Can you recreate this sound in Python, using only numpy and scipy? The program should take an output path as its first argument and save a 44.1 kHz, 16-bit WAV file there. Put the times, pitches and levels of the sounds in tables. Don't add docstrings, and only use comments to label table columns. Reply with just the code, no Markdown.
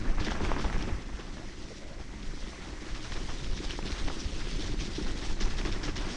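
import sys
import numpy as np
from scipy import signal
from scipy.fft import rfft, irfft, next_fast_len
from scipy.io import wavfile
from scipy.ndimage import uniform_filter1d, map_coordinates

SR = 44100
rng = np.random.default_rng(int(sys.argv[2]) if len(sys.argv) > 2 else 0)


def file_out(sig):
    cols = np.atleast_2d(sig).T
    lim = np.clip(cols, -1, 1)
    pcm = np.round(lim * 32767).astype(np.int16)
    wavfile.write(sys.argv[1], SR, pcm)


N = 271656

# time in seconds, then shaking, coarse litter and fine leaves, each a relative level in dB.
RIDE = [(0.0, -31, -44, -54), (0.14, -32.5, -44.5, -55.5), (0.43, -29, -40, -48.5), (0.88, -29.5, -44, -55),
        (1.0, -38, -49, -57.5), (1.63, -40, -53.5, -54), (1.95, -41, -52.5, -59), (2.05, -40, -53.5, -58.5),
        (2.3, -38, -53, -54.5), (2.6, -39.5, -49, -53), (2.8, -40.5, -49, -53), (3.1, -36.5, -49.5, -49.5),
        (3.55, -32.5, -50.5, -49.5), (3.94, -34.5, -46, -46.5), (4.34, -33, -50, -48),
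        (5.1, -30.5, -46.5, -47), (5.3, -33, -47.5, -47.5), (5.7, -31, -43, -49), (6.16, -34.5, -43, -47)]
CRUISE_DB = -34


def amp(db):
    return 10 ** (np.asarray(db) / 20)


def unit(x):
    return x / np.sqrt(np.mean(x ** 2) + 1e-20)


def curves(rows):
    s, *cols = np.transpose(rows)
    return [np.interp(np.arange(N) / SR, s, c) for c in cols]


def wobble(rate):
    knots = rng.standard_normal(int(N * rate / SR) + 4)
    return map_coordinates(knots, [np.arange(N) * rate / SR])


def filtered(x, response):
    m = next_fast_len(len(x) + 8192)
    return irfft(rfft(x, m) * response(np.fft.rfftfreq(m, 1 / SR)), m)[:len(x)]


def coloured(x, points):
    f, db = np.transpose(points)
    return unit(filtered(x, lambda hz: amp(np.interp(np.log(hz + 1), np.log(f + 1), db))))


def resonance(f, centre_hz, width_hz):
    return 1j * f * width_hz / (centre_hz ** 2 - f * f + 1j * f * width_hz + 1e-9)


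def crackle(size, per_s, centre_hz, octaves, share):
    when, pitch, strength = rng.random((int(size * per_s / SR), 3)).T
    hz = centre_hz * 2 ** (octaves * (2 * pitch - 1))
    turns = np.arange(96) * hz[:, None] / SR
    fade = amp(-16 * strength[:, None] - 17.7 * turns)
    grains = fade * np.sin(2 * np.pi * turns) * np.sqrt(hz[:, None])
    place = (when * size).astype(int)[:, None] + np.arange(96)
    breaks = np.bincount(place.ravel(), grains.ravel(), size + 96)[:size]
    scratch = rng.standard_normal(size)
    return np.sqrt(share) * unit(breaks) + np.sqrt(1 - share) * scratch


def patchy(x, patchy_db):
    z = signal.stft(x, nperseg=256)[2]
    across_hz = uniform_filter1d(rng.standard_normal(z.shape), size=4, axis=0)
    field = uniform_filter1d(across_hz, size=8, axis=1)
    return signal.istft(z * amp(patchy_db * unit(field)), nperseg=256)[1][:N]


def load():
    # centre in seconds, depth in dB (negative for a rise).
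    hops = [(0.38, 4.5), (2.762, 2.5), (4.768, 4), (4.93, 2), (5.366, 4), (5.47, -1), (5.555, 1.5),
            (5.8, 2), (5.938, 4.5)]
    half_length_s = 0.033
    t = np.arange(N) / SR
    return amp(-sum(db * np.exp(-((t - s) / half_length_s) ** 2) for s, db in hops))


def side_hiss():
    # frequency in Hz, relative gain in dB.
    hiss_spectrum = [(18, -37), (30, -8), (59, -16), (112, -31), (288, -19), (5850, -15), (9620, -18),
                     (11400, -42), (14900, -72), (22000, -120)]
    flicker_db = 14 * np.tanh(1.5 * wobble(14))
    shake_db = curves(RIDE)[0]
    level_db = -77.0 + flicker_db + 0.84 * (shake_db - CRUISE_DB)
    return amp(level_db) * coloured(rng.standard_normal(N), hiss_spectrum)


def floor_hiss():
    # frequency in Hz, relative gain in dB.
    floor_spectrum = [(760, -12), (1300, -19), (1960, 1), (2350, -5.5), (2720, -21.5), (5950, -10),
                      (8480, -19.5), (9200, -39), (9990, -21), (11400, -41), (14900, -101), (22000, -120)]
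    return amp(-56.5 + 1.9 * wobble(7.4)) * coloured(rng.standard_normal(N), floor_spectrum)


def rumble():
    # frequency in Hz, relative gain in dB.
    rumble_spectrum = [(2.9, -36), (5.0, -0.5), (28, -3), (45, -8.5), (76, -17), (170, -27), (220, -26),
                       (370, -120)]
    # start in seconds, level in dB, swing
    # frequency in Hz.
    jolts = [(0.07, -16.5, 24), (0.197, -21.5, 61), (0.3, -23, 35.6), (0.35, -28, 45), (0.425, -20.5, 54.3),
             (0.509, -19.5, 28), (0.64, -20.5, 40), (0.875, -23, 179), (0.915, -22.5, 56), (1.13, -26, 35),
             (1.99, -33.5, 40), (2.145, -35, 38.2), (2.235, -39, 40), (2.42, -34, 39.8), (2.71, -31.5, 40),
             (2.8, -32, 40), (2.911, -25.5, 29.3), (3.519, -27, 50), (3.649, -24, 27.4), (3.915, -23, 48.4),
             (4.041, -20, 27.1), (4.249, -22.5, 54.4), (5.268, -31, 35.2), (5.421, -21.5, 23.8),
             (5.63, -21, 27.7)]
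    swings = 1.4
    lumps = amp(2.0 * wobble(15)) * rng.standard_normal(N)
    out, t = np.zeros(N + SR), np.arange(SR // 5) / SR
    for (s, db, hz), turn in zip(jolts, rng.random(len(jolts))):
        swell = np.sin(np.pi * np.clip(t * hz / swings, 0, 1)) ** 2
        heave = swell * np.sin(2 * np.pi * (hz * t + turn))
        out[round(s * SR):][:len(t)] += amp(db) * heave
    return amp(curves(RIDE)[0]) * coloured(lumps, rumble_spectrum) + out[:N]


def rubs():
    # start in seconds, length in seconds, level in dB before the swell, centre in Hz.
    drags = [(1.77, 0.28, -54, 564), (1.7, 0.033, -44, 470), (1.37, 0.076, -52, 650)]
    t = np.arange(N) / SR
    out = np.zeros(N)
    for s, length, db, hz in drags:
        swell = np.sqrt(np.abs(np.sin(np.pi * np.clip((t - s) / length, 0, 1))))
        grain = amp(1.5 * wobble(40.0)) * rng.standard_normal(N)
        band = filtered(grain, lambda f: resonance(f, hz, 0.34 * hz) ** 2)
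        out += amp(db) * swell * unit(band)
    return out


def snaps():
    # start in seconds, level in dB, pitch in Hz.
    ticks = [(0.077, -26, 1700), (0.183, -22, 1120), (0.2, -24, 2190), (0.229, -29, 2800),
             (0.248, -21, 4830), (0.268, -21, 1740), (0.284, -18, 1740), (0.307, -20, 1570),
             (0.319, -22, 835), (0.351, -27, 1300), (0.406, -21, 877), (0.433, -28, 895),
             (0.45, -17.5, 2180), (0.517, -13, 930), (0.541, -28, 940), (0.565, -22, 950),
             (0.598, -27, 1090), (0.618, -27, 1510), (0.644, -23, 855), (0.651, -19.5, 865),
             (0.668, -33, 5000), (0.7, -21, 1570), (0.728, -21, 1710), (0.744, -25, 1700),
             (0.765, -26, 860), (0.792, -41, 1650), (0.803, -40, 1670), (0.781, -28, 5400),
             (0.813, -28, 1170), (0.826, -24, 5400), (0.897, -28, 810), (0.984, -34, 1130),
             (3.122, -22.5, 1760), (3.445, -27, 3250), (3.572, -30, 3130), (3.576, -33, 1660),
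             (3.697, -28, 2270), (3.708, -16, 2860), (3.757, -28, 3140), (3.79, -21, 870),
             (3.827, -24.5, 2490), (3.875, -24, 3700), (3.92, -21, 4000), (3.926, -27, 2200),
             (4.0, -25, 3500), (4.075, -28, 1000), (4.082, -23, 750), (4.085, -22, 1910), (4.1, -21, 1310),
             (4.105, -26, 900), (4.623, -26, 3500), (4.662, -26, 3550), (4.809, -24.5, 3120),
             (4.958, -30, 3240), (5.415, -33, 3450), (5.579, -32, 1700), (5.614, -22.5, 2340),
             (5.652, -21, 1840), (5.664, -28, 800), (5.686, -38, 1300), (5.779, -35, 900),
             (5.839, -27, 1560), (5.964, -21, 1750)]
    crack_db, crack_t60_s = -8, 0.003
    partials = [(.6, 0.46), (1, 0.85), (1.7, 0.083)]
    out, t = np.zeros(N + SR), np.arange(SR // 40) / SR
    for (s, db, hz), noise in zip(ticks, rng.standard_normal((len(ticks), len(t)))):
        ring = sum(share * np.sin(2 * np.pi * ratio * hz * t) for ratio, share in partials)
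        t60_s = .003 + 5 / hz
        fade = amp(-60 * t / t60_s) * (1 - np.exp(-t / .0002))
        burst = amp(crack_db - 60 * t / crack_t60_s) * noise
        crack = filtered(burst, lambda f: resonance(f, 1.2 * hz, 3 * hz) / (1 + 1j * f / 9000) ** 4)
        out[round(s * SR):][:len(t)] += amp(db) * (crack - fade * ring)
    return out[:N]


def bumps():
    # start in seconds, level in dB.
    hits = [(0.212, -19), (0.272, -14.5), (0.408, -18), (0.434, -12.5), (0.549, -27), (0.593, -15),
            (0.66, -18), (0.733, -30), (0.816, -31), (0.877, -18), (0.984, -28), (1.195, -24), (1.362, -32),
            (1.579, -24.5), (1.788, -29), (2.002, -25), (2.134, -29), (2.217, -40), (2.294, -41),
            (2.336, -25), (2.473, -25), (2.588, -25), (2.729, -24.5), (2.819, -23.5), (2.915, -40),
            (3.155, -23), (3.213, -26), (3.603, -21), (3.693, -26), (3.79, -22), (3.827, -22), (3.854, -19),
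            (3.903, -19.5), (4.084, -23), (4.215, -25), (4.36, -30), (4.471, -19.5), (4.519, -23),
            (4.589, -20), (4.694, -19), (4.738, -18.5), (4.879, -18.5), (4.982, -15), (5.012, -17),
            (5.148, -24), (5.32, -29), (5.41, -16.5), (5.445, -21), (5.509, -28), (5.599, -17),
            (5.655, -13), (5.688, -17.5), (5.761, -20), (5.829, -23), (5.889, -17), (5.972, -25),
            (6.019, -26), (6.07, -18.5)]
    # frequency in Hz, mean relative level in dB, 60 dB decay time in seconds.
    modes = [(206, -9.5, 0.051), (308, -6, 0.04), (360, -7.5, 0.034)]
    out, t = np.zeros(N + SR), np.arange(SR // 8) / SR
    onset = 1 - np.exp(-t / 0.0043)
    for (s, db), chance in zip(hits, rng.standard_normal((len(hits), len(modes)))):
        ring = np.zeros(len(t))
        for (hz, level, t60), c in zip(modes, chance):
            ring += amp(level + 1.1 * c - 60 * t / t60) * np.sin(2 * np.pi * hz * t)
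        out[round(s * SR):][:len(t)] += amp(db) * onset * ring
    return out[:N]


def bursts():
    # start in seconds, relative level in dB at the top of the swell, centre in Hz.
    heaps = [(0.192, -40.5, 1490), (0.212, -47.5, 1790), (0.241, -42.5, 3000), (0.257, -42, 1500),
             (0.3, -37.5, 1420), (0.4, -45, 870), (0.434, -36.5, 940), (0.495, -47, 965),
             (0.577, -42.5, 1300), (0.634, -40.5, 900), (0.724, -42, 1040), (0.803, -42.5, 1490),
             (0.868, -47, 890), (1.183, -46, 1080), (1.358, -50, 935), (1.76, -51, 3540),
             (1.99, -51.5, 1370), (2.22, -52, 2010), (2.434, -55, 1800), (2.805, -54, 2500),
             (2.88, -47.5, 1300), (2.94, -46, 1700), (3.038, -47.5, 1800), (3.112, -42.5, 2150),
             (3.155, -45, 1060), (3.207, -52, 1560), (3.282, -44.5, 980), (3.431, -49.5, 3220),
             (3.561, -45.5, 3200), (3.631, -42, 3060), (3.69, -41.5, 2300), (3.707, -44, 2900),
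             (3.853, -41.5, 2320), (3.911, -45.5, 4130), (3.979, -47, 3400), (4.068, -44.5, 1760),
             (4.185, -45, 4620), (4.393, -45.5, 2190), (4.504, -46, 3600), (4.601, -46, 3620),
             (4.65, -44, 3250), (4.793, -40, 2770), (4.843, -47, 4040), (4.944, -41, 4000),
             (5.211, -44.5, 1350), (5.282, -48, 1260), (5.399, -35.5, 3100), (5.494, -45, 2500),
             (5.573, -39.5, 2800), (5.647, -40, 2120), (5.711, -41.5, 2500), (5.828, -39.5, 3450),
             (5.873, -42.5, 2000), (5.953, -38.5, 2650), (6.01, -46, 1170), (6.081, -47, 3480)]
    # frequency in Hz, width in Hz, gain in dB.
    loose_parts = [(1720, 45, -1), (3460, 670, -3.5), (5480, 1250, -0.5)]
    rise_s, fade_s = 0.0059, 0.024
    out, t = np.zeros(N + SR), np.arange(SR // 4) / SR
    swell = (1 - np.exp(-t / rise_s)) ** 2 * np.exp(-(t / fade_s) ** 0.99)

    def ringing(f):
        return 1 + sum(amp(db) * resonance(f, c, w) for c, w, db in loose_parts)

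    for s, db, hz in heaps:
        grains = crackle(len(t), 1000, hz, octaves=1.43, share=0.36)
        tone = unit(filtered(
            grains, lambda f: ringing(f) * resonance(f, hz, 1.87 * hz) / (1 + 1j * (f / 6500) ** 6)))
        out[round(s * SR):][:len(t)] += amp(db) * swell / swell.max() * tone
    return out[:N]


def tyre_drum():
    # frequency in Hz, relative gain in dB.
    drum_spectrum = [(65, -3), (110, 1.5), (237, -2), (323, -3.5), (460, -12.5), (550, -11.5), (720, -29),
                     (1210, -120)]
    # time in seconds, level in dB against the broad drumming.
    drone_level = [(2.3, -6), (2.9, -20)]
    pebbles_per_s = 60
    pebbles = (rng.random(N) < pebbles_per_s / SR) * rng.standard_normal(N)
    pings = unit(filtered(pebbles, lambda f: resonance(f, 333, 120) ** 2))
    drone_noise = amp(2.2 * wobble(25)) * rng.standard_normal(N)
    drone = unit(filtered(drone_noise, lambda f: resonance(f, 200, 45) ** 2))
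    broad = coloured(amp(2.66 * wobble(50)) * rng.standard_normal(N), drum_spectrum)
    return 0.35 * pings + amp(curves(drone_level)[0]) * drone + broad


def litter_rub():
    # frequency in Hz, relative gain in dB.
    litter_spectrum = [(150, -16), (300, 8), (420, -1.5), (501, -3), (860, -3), (1450, -3.5), (1830, -5),
                       (2600, -9.5), (3380, -16.5), (5720, -120)]
    leaves_spectrum = [(1240, -14.5), (2100, -4), (2560, 0), (3480, 3.5), (3980, 2), (5750, 1.5),
                       (7860, -10), (8560, -10), (9860, -18), (11400, -91), (14900, -104), (22000, -120)]
    shake_db, litter_db, leaves_db = curves(RIDE)
    rough = amp(0.36 * (shake_db - CRUISE_DB))
    clumps = .8 * rough * wobble(30)
    scrape = 1.56 * rough * wobble(60)
    rustle = 1.4 * rough * wobble(50)
    litter = amp(clumps + scrape) * crackle(N, 300, 1190, octaves=1.03, share=0.039)
    leaves = amp(clumps + rustle) * crackle(N, 900, 3450, octaves=1.38, share=0.22)
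    coarse = amp(litter_db) * coloured(litter, litter_spectrum)
    fine = amp(leaves_db) * coloured(leaves, leaves_spectrum)
    return coarse + fine


def rolling():
    drum_db, drum_follows = -45, 1
    drum_gain = amp(drum_db + drum_follows * (curves(RIDE)[0] - CRUISE_DB))
    return load() * (drum_gain * tyre_drum() + patchy(litter_rub(), patchy_db=1.5))


def scene():
    mono = floor_hiss() + rumble() + rubs() + snaps() + bumps()
    mono += load() * patchy(bursts(), patchy_db=2.4) + rolling()
    hiss = side_hiss()
    return np.array([mono + hiss, mono - hiss])


def record(dry):
    top_hz = 11650
    return np.array([filtered(side, lambda hz: hz < top_hz) for side in dry])


dry = scene()
out = record(dry)
file_out(out)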